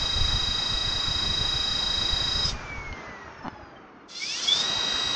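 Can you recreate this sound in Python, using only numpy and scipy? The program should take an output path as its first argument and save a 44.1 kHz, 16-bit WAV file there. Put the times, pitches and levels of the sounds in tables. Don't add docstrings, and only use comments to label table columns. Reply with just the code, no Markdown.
import sys
import numpy as np
from scipy import signal
from scipy.io import wavfile
from scipy.ndimage import uniform_filter1d

SR = 44100
rng = np.random.default_rng(int(sys.argv[2]) if len(sys.argv) > 2 else 0)


def unload_wav(signal):
    wavfile.write(
        sys.argv[1],
        SR,
        np.round(np.clip(np.atleast_2d(signal).T, -1, 1) * 32767).astype(np.int16),
    )


N = 227224

CUT_S, FULL_TURNS, BRAKE = 2.44, 26.5655, 14.4
FREE_S, FREE_TURNS, DRAG_S, BEARING_TURNS = 2.5, 25.7, 4.004, 9.04
START_S, LOW_TURNS, GAIN_TURNS, RAMP_S, RAMP_BEND = 4.137, 14.18, 14.215, .341, 1.66

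# cycles_per_turn, side_level_db, facing_coils_level_db
STEADY_TONES = [(72, -52, -51), (73, -51, -46), (96, -49, -46), (106, -60, -48), (110, -77, -53),
                (120, -46, -44), (135, -53, -48), (140, -65, -51), (141, -47, -50), (142, -42, -55),
                (143, -48, -37), (144, -35, -33), (145, -32, -40), (146, -37, -35), (147, -54, -47),
                (148, -53, -41), (149, -56, -52), (152, -58, -53), (153, -54, -58), (154, -52, -48),
                (155, -63, -54), (168, -51, -45), (169, -55, -62), (172, -51, -49), (174, -53, -56),
                (176, -64, -55), (177, -58, -47), (178, -49, -47), (179, -51, -49), (181, -45, -54),
                (182, -38, -42), (183, -51, -58), (184, -52, -74), (186, -55, -58), (188, -48, -54),
                (189, -54, -63), (191, -45, -50), (192, -38, -41), (193, -55, -59), (202, -55, -55),
                (206, -55, -63), (215, -59, -56), (216, -53, -44), (226, -54, -55), (240, -53, -49),
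                (264, -54, -61), (278, -68, -60), (288, -62, -54), (312, -69, -68), (336, -65, -70),
                (456, -82, -80), (480, -82, -95), (498, -87, -95)]
# fade_in_s, full_s, fade_out_s, gone_s, rotor_angle_rad
HOLDS = [(-.2, -.1, 2.445, 2.462, 1.02), (4.63, 4.68, 6, 7, 2.35)]
PHASE_LAGS = [
    [(.037, 1.13, -.211), (-.863, .499, -.8)],
    [(-.838, 1.258, .89), (-2.34, 1.34, -.42)],
]
# start_s, fullest_s
TRADE_S = (2.1, 2.44)
TRADE_DB = {192: 8, 144: -4}

# frequency_hz, width_hz (doubled in each of two resonators), level_db
SHELL_MODES = [(2177, 130, -7), (3580, 1040, -4.5), (3780, 53, -20.5), (4330, 240, -8.5), (4920, 150, 2.5),
               (5186, 60, -2), (5820, 415, -3.5), (6560, 200, -2), (6470, 1270, -10.5), (8800, 99, -27)]
# time_s, level_db
SWITCHING_LEVEL = [(0, -46.5), (2.44, -46.5), (2.453, -34), (2.5, -35), (2.522, -41), (2.56, -58),
                   (4.06, -103), (4.09, -48), (4.22, -37), (4.62, -32), (4.68, -44), (5.2, -48)]
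SWITCHING_TOP_HZ = 8700
# frequency_hz, width_hz (of each of two resonators), level_db
RASP_MODES = [(3485, 110, -39), (5235, 90, -41)]
CUT_RASP_DB = -1

# frequency_hz, density_db_per_hz
WHIRR_SPECTRUM = [(88, -25.5), (150, -1.5), (404, -0.5), (460, -2.5), (1350, 2), (3630, -14), (5810, -12.5),
                  (6730, -16), (7300, -53), (9490, -78.5), (16100, -120)]
WHIRR_DB, WHIRR_SLOPE_DB, FACING_DB = -37.5, 20.5, 2
TREBLE_HZ, TREBLE_SLOPE_DB = 3000, 16.5
# frequency_hz, density_db_per_hz
GUST_SPECTRUM = [(8.8, -32), (15, 5.5), (65, 3), (139, -2.5), (190, -13), (244, -10), (292, -41.5),
                 (400, -28.5), (520, -58.5), (880, -120)]
GUST_DB, GUST_SLOPE_DB, SHELTER_DB, SWIRL_S = -33.5, 36.5, -9.5, 0.052
COASTING_GUST_DB = -0.5
SHELTER_HZ = 62
# frequency_hz, density_db_per_hz
ROOM_SPECTRUM = [(24, -47), (40, -12), (300, 2), (674, -8.5), (1300, -4), (2250, -30.5), (2450, -36),
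                 (4950, -61), (7500, -60), (9750, -83.5), (16500, -120)]
ROOM_DB = -52

# time_s, push_level_db, edge_brightness_db
SLIPS = [(2.3905, -33, -8), (2.9265, -35, 0), (2.9315, -34, -14), (2.935, -35, -16), (2.969, -39, -30),
         (2.985, -38, -30), (2.992, -35, -30), (3.4405, -37, -30), (3.4445, -30, -30), (3.4487, -29, -30),
         (3.4527, -27, -30), (3.4575, -25, -28), (3.4628, -26, -20), (3.4697, -24, -24), (3.4735, -35, -30),
         (3.4814, -19.5, -18)]
# frequency_hz, level_db, t60_s
CASE_BODY = [(280, 2, .014), (830, 12, .005)]
# frequency_hz, level_db, t60_s
CASE_EDGE = [(2140, 2, 0.017), (2960, -0.5, 0.028), (4300, 3, 0.0088), (5900, 0, 0.0051)]
# start_s, full_s, slowing_s, still_s
MOVE = (2.92, 2.98, 3.7, 3.85)
MOVE_DB = -51
RUSTLE_HZ, RUSTLE_WIDTH_HZ, RUSTLE_DB = 612, 120, -55.5

# frequency_hz, width_hz, gain_db, polarity
SHARP_MODES = [(870, 120, 5, 1), (1722, 91, -7, -1), (1879, 35, 2.6, -1), (2050, 261, 2.5, 1),
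               (2167, 65, 6.3, 1), (2291, 48, 13.4, -1), (2385, 34, 0, -1), (2768, 202, -.4, 1),
               (3108, 40, -6, -1), (3349, 53, 6.5, -1), (3499, 52, 9, 1), (3652, 500, -2.4, 1),
               (4262, 208, 2.6, 1), (4893, 181, 4.3, 1), (5274, 338, 8.3, 1), (6229, 129, -2.9, 1)]
ROLL_OFF_HZ, MID_TURNS = 7000, 20
# frequency_hz, half_width_hz, change_db
SIDE_COLOUR = [(1520, 130, -12), (1850, 22, -9), (2054, 8, -10), (2360, 14, -8)]
# frequency_hz, half_width_hz, change_db
FACING_COLOUR = [(2130, 55, -16), (2225, 40, 8), (2500, 200, 2.5), (3180, 50, -3), (3375, 20, 3),
                 (5300, 100, 2)]
# frequency_hz, half_width_hz, change_db
COASTING_COLOUR = [(2250, 200, -16), (3090, 50, 17), (3480, 120, -10), (4250, 200, -5), (4900, 300, 4),
                   (6600, 300, 10)]
# start_s, full_s, fade_s, gone_s
DYING = (2.443, 2.455, 2.505, 2.528)
FLARE = (2.445, 2.453, 2.46, 2.505)
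COASTING = (2.48, 2.55, 4.03, 4.08)
LOADED = (4.08, 4.2, 4.64, 4.68)
DYING_ORDERS = (120, 144, 168, 216)
# level_db, slope_db_per_doubling_of_speed
DYING_TONES = [(-44, 0), (-38, 0), (-50, 0), (-47, 0)]
# level_db, slope_db_per_doubling_of_speed
FLARE_TONE = [(-28.5, 0)]
# level_db, slope_db_per_doubling_of_speed
SLOT_TONE = [(-49.9, 0)]
FAINT_ORDERS = (20, 48, 144, 192, 240, 288)
# level_db, slope_db_per_doubling_of_speed
FAINT_TONES = [(-55.5, -3), (-57, 15), (-68, 1), (-70, 0), (-81, 3), (-73, 13)]
LOAD_ORDERS = (72, 96, 120, 144, 168, 192, 216, 240, 288, 312, 336, 384)
# level_db, slope_db_per_doubling_of_speed
LOAD_TONES = [(-54, 25), (-49.5, -13), (-54, 18), (-37.8, 27), (-54, 28), (-45.3, 16), (-49.5, 12),
              (-52.5, 2), (-42, 4), (-58, 0), (-46.5, 12), (-52, 0)]
THROBS = [(1, .25), (4, .3), (10, .2)]
# cut_s, spin_up_s
THROB_TOP_S = (2.457, 4.49)

CHOP_HZ = 15260
CHOP_ORDERS = (384, 576, 432)
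# start_s, full_s, fade_s, gone_s, peak_level_db
CHOPS = [(2.45, 2.465, 2.49, 2.51, -33), (4.36, 4.38, 4.4, 4.415, -37), (4.41, 4.43, 4.48, 4.5, -37)]

EDGE_HZ = 13760


def gain_of(db):
    return 10 ** (np.asarray(db) / 20)


def evened(x):
    return x / np.sqrt(np.mean(x ** 2) + 1e-20)


def curve(rows, column):
    rows = np.array(rows)
    return np.interp(np.arange(N) / SR, rows[:, 0], rows[:, column])


def swell(times):
    return np.interp(np.arange(N) / SR, times, [0, 1, 1, 0])


def slow(top_hz, low_hz=0.33):
    t = np.arange(0, N + 256, 256) / SR
    wander = sum(np.sin(2 * np.pi * (f * t + rng.random())) / np.sqrt(f)
                 for f in np.geomspace(low_hz, top_hz, num=24))
    return np.interp(np.arange(N) / SR, t, evened(wander))


def noise(points, patchy_db, size):
    hz = np.fft.rfftfreq(size, 1 / SR)
    f, db = np.transpose(points)
    real, imaginary, patches = rng.standard_normal((N * 4 // size + 5, len(hz), 3)).T
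    patches = uniform_filter1d(patches, size=12, axis=0)
    patches = evened(uniform_filter1d(patches, size=10, axis=1))
    colour_db = np.interp(np.log(hz + 1), np.log(f + 1), db, left=-120, right=-120)
    frames = (real + 1j * imaginary) * gain_of(colour_db[:, None] + patchy_db * patches)
    return evened(signal.istft(frames, nperseg=size, noverlap=size * 3 // 4)[1][:N])


def ring(x, hz, width):
    r = np.exp(-np.pi * width / SR)
    return 2 * signal.lfilter([1 - r], [1, -r * np.exp(2j * np.pi * hz / SR)], x).real


def rough_band(hz, width, db, flicker_db):
    band = ring(ring(rng.standard_normal(N), hz, width), hz, width)
    return gain_of(db + flicker_db * slow(70., 6.5)) * evened(band)


def shaft():
    t = np.arange(N) / SR
    braked = FULL_TURNS - BRAKE * (t - CUT_S)
    coasting = (FREE_TURNS + BEARING_TURNS) * np.exp(-(t - FREE_S) / DRAG_S) - BEARING_TURNS
    pull = (np.maximum(t - START_S, 0) / RAMP_S) ** RAMP_BEND
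    pulled = LOW_TURNS + GAIN_TURNS * (1 - np.exp(-pull))
    speed = np.minimum(np.max([braked, coasting, pulled], axis=0), FULL_TURNS)
    return speed, 2 * np.pi * np.cumsum(speed) / SR


def whine(angle):
    out = np.zeros(N)
    for place, (*times, start) in enumerate(HOLDS):
        drive = swell(times)
        on = drive > 0
        turned = (angle - place * angle[-1] + start)[on]
        traded = (1 - place) * np.interp(np.arange(N)[on] / SR, TRADE_S, [0, 1]) ** 2
        for order, *db in STEADY_TONES:
            upper = int(order > 170)
            apart = order - (144, 192)[upper]
            shift, stagger, growth = PHASE_LAGS[place][upper]
            lag = shift * apart + stagger * apart ** 2 / 2 + growth * apart ** 3 / 6
            level_db = db[place] + TRADE_DB.get(order, 0) * traded + 0.78 * slow(4.1)[on]
            out[on] += drive[on] * gain_of(level_db) * np.sqrt(2) * np.cos(order * turned + lag)
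    return out


def switching(angle):
    phase = angle * 144 / (2 * np.pi) % 1
    bursts = (.6 + np.exp(-phase / .3)) * rng.standard_normal(N)
    shell = np.zeros(N)
    for k, (hz, width, db) in enumerate(SHELL_MODES):
        mode = ring(ring(bursts, hz, 2.0 * width), hz, 2.0 * width)
        shell += (-1) ** k * gain_of(db) * mode
    shell = signal.sosfilt(signal.butter(8, SWITCHING_TOP_HZ, fs=SR, output="sos"), shell)
    return gain_of(curve(SWITCHING_LEVEL, 1) + 1.0 * slow(80.0)) * evened(shell)


def whirr(speed, moved):
    octaves = np.log2(speed / FULL_TURNS)
    level_db = WHIRR_DB + WHIRR_SLOPE_DB * octaves + FACING_DB * moved
    broad = gain_of(level_db + 0.15 * slow(5.5)) * noise(WHIRR_SPECTRUM, patchy_db=1.0, size=1024)
    treble = signal.sosfiltfilt(signal.butter(2, TREBLE_HZ, "high", fs=SR, output="sos"), broad)
    return broad + (gain_of(TREBLE_SLOPE_DB * octaves) - 1) * treble


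def buffet(speed, moved):
    keep = np.exp(-1 / (SWIRL_S * SR))
    swirl = 1 + signal.lfilter([1 - keep], [1, -keep], speed / FULL_TURNS - 1)
    level_db = GUST_DB + GUST_SLOPE_DB * np.log2(swirl) + SHELTER_DB * moved
    gusts = gain_of(level_db + COASTING_GUST_DB * swell(COASTING))
    rumble = gain_of(MOVE_DB) * swell(MOVE)
    lumps = evened(gain_of(4 * slow(40., 5.)) * noise(GUST_SPECTRUM, patchy_db=2.5, size=2048))
    thinned = signal.sosfilt(signal.butter(2, SHELTER_HZ, "high", fs=SR, output="sos"), lumps)
    return (gusts + rumble) * (lumps + moved * (thinned - lumps))


def quiet_room():
    return gain_of(ROOM_DB) * noise(ROOM_SPECTRUM, patchy_db=1.2, size=1024)


def creak():
    t, out = np.arange(2000) / SR, np.zeros(N + 2000)
    push = 1 - np.exp(-(t / 0.0005) ** 2)

    def struck(modes):
        return push * sum(gain_of(db - 60 * t / t60) * np.sin(2 * np.pi * hz * t) for hz, db, t60 in modes)

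    body, edge = struck(CASE_BODY), struck(CASE_EDGE)
    for s, db, bright_db in SLIPS:
        out[round(s * SR):][:2000] -= gain_of(db) * (body + gain_of(bright_db) * edge)
    return out[:N]


def rasp(speed):
    dying = swell(DYING) * gain_of(CUT_RASP_DB) * rough_band(*RASP_MODES[-1], flicker_db=2.5)
    under_load = sum(rough_band(*mode, flicker_db=2.5) for mode in RASP_MODES)
    return dying + swell(LOADED) * (speed / FULL_TURNS) ** 2 * under_load


def response(hz):
    modes = sum(np.sign(side) * gain_of(db) / (1 + 2j * (hz - f) / width)
                for f, width, db, side in SHARP_MODES)
    return modes / (1 + (hz / ROLL_OFF_HZ) ** 8)


def glides(speed, angle, times, rows, order, rough_db, colour):
    envelope = swell(times)
    tones, on = np.zeros(N), envelope > 0
    for n, (db, slope_db) in zip(order, rows):
        hz = n * speed[on]
        colour_db = sum(peak_db / (1 + ((hz - f) / half) ** 2) for f, half, peak_db in colour)
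        speed_db = slope_db * np.log2(speed[on] / MID_TURNS)
        level = gain_of(db + colour_db + speed_db + rough_db * slow(85., 14.0)[on])
        tones[on] += level * (response(hz) * np.exp(1j * n * angle[on])).real
    tones = np.sqrt(2) * envelope * tones
    return tones + gain_of(-14) * ring(tones, 3400, 17)


def throb(angle):
    at_cut, at_spin_up = (angle[round(s * SR)] for s in THROB_TOP_S)
    since = angle - np.where(np.arange(N) / SR < MOVE[0], at_cut, at_spin_up)
    return 1 + sum(depth * np.cos(n * since) for n, depth in THROBS)


def sliding_tones(speed, angle):
    loaded = glides(speed, angle, DYING, DYING_TONES, order=DYING_ORDERS, rough_db=2.5, colour=SIDE_COLOUR)
    loaded += glides(speed, angle, FLARE, FLARE_TONE, order=(192,), rough_db=2, colour=SIDE_COLOUR)
    loaded += glides(speed, angle, LOADED, LOAD_TONES, order=LOAD_ORDERS, rough_db=1.5, colour=FACING_COLOUR)
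    free = glides(speed, angle, COASTING, SLOT_TONE, order=(96,), rough_db=1.6, colour=SIDE_COLOUR)
    free += glides(speed, angle, COASTING, FAINT_TONES, order=FAINT_ORDERS, rough_db=4.5,
                   colour=COASTING_COLOUR)
    return loaded * throb(angle) + free


def counter_tones(angle):
    t, out = np.arange(N) / SR, np.zeros(N)
    for n, (*times, db) in zip(CHOP_ORDERS, CHOPS):
        level = gain_of(db + 2.1 * slow(60., 7.8)) * swell(times)
        out += level * np.cos(2 * np.pi * CHOP_HZ * t - n * angle)
    return out


def rustle():
    return swell(MOVE) * rough_band(RUSTLE_HZ, RUSTLE_WIDTH_HZ, RUSTLE_DB, flicker_db=3.5)


def scene():
    speed, angle = shaft()
    moved = np.interp(np.arange(N) / SR, MOVE[:2], [0, 1])
    motor = whine(angle) + switching(angle) + rasp(speed) + sliding_tones(speed, angle) + counter_tones(angle)
    air = whirr(speed, moved) + buffet(speed, moved)
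    grip = creak() + rustle()
    return (motor + air + grip + quiet_room())[None]


def record(dry):
    low_pass = signal.firwin(511, EDGE_HZ, window=("kaiser", 9), fs=SR)
    return signal.oaconvolve(dry, low_pass[None], "same")


dry = scene()
out = record(dry)
unload_wav(out)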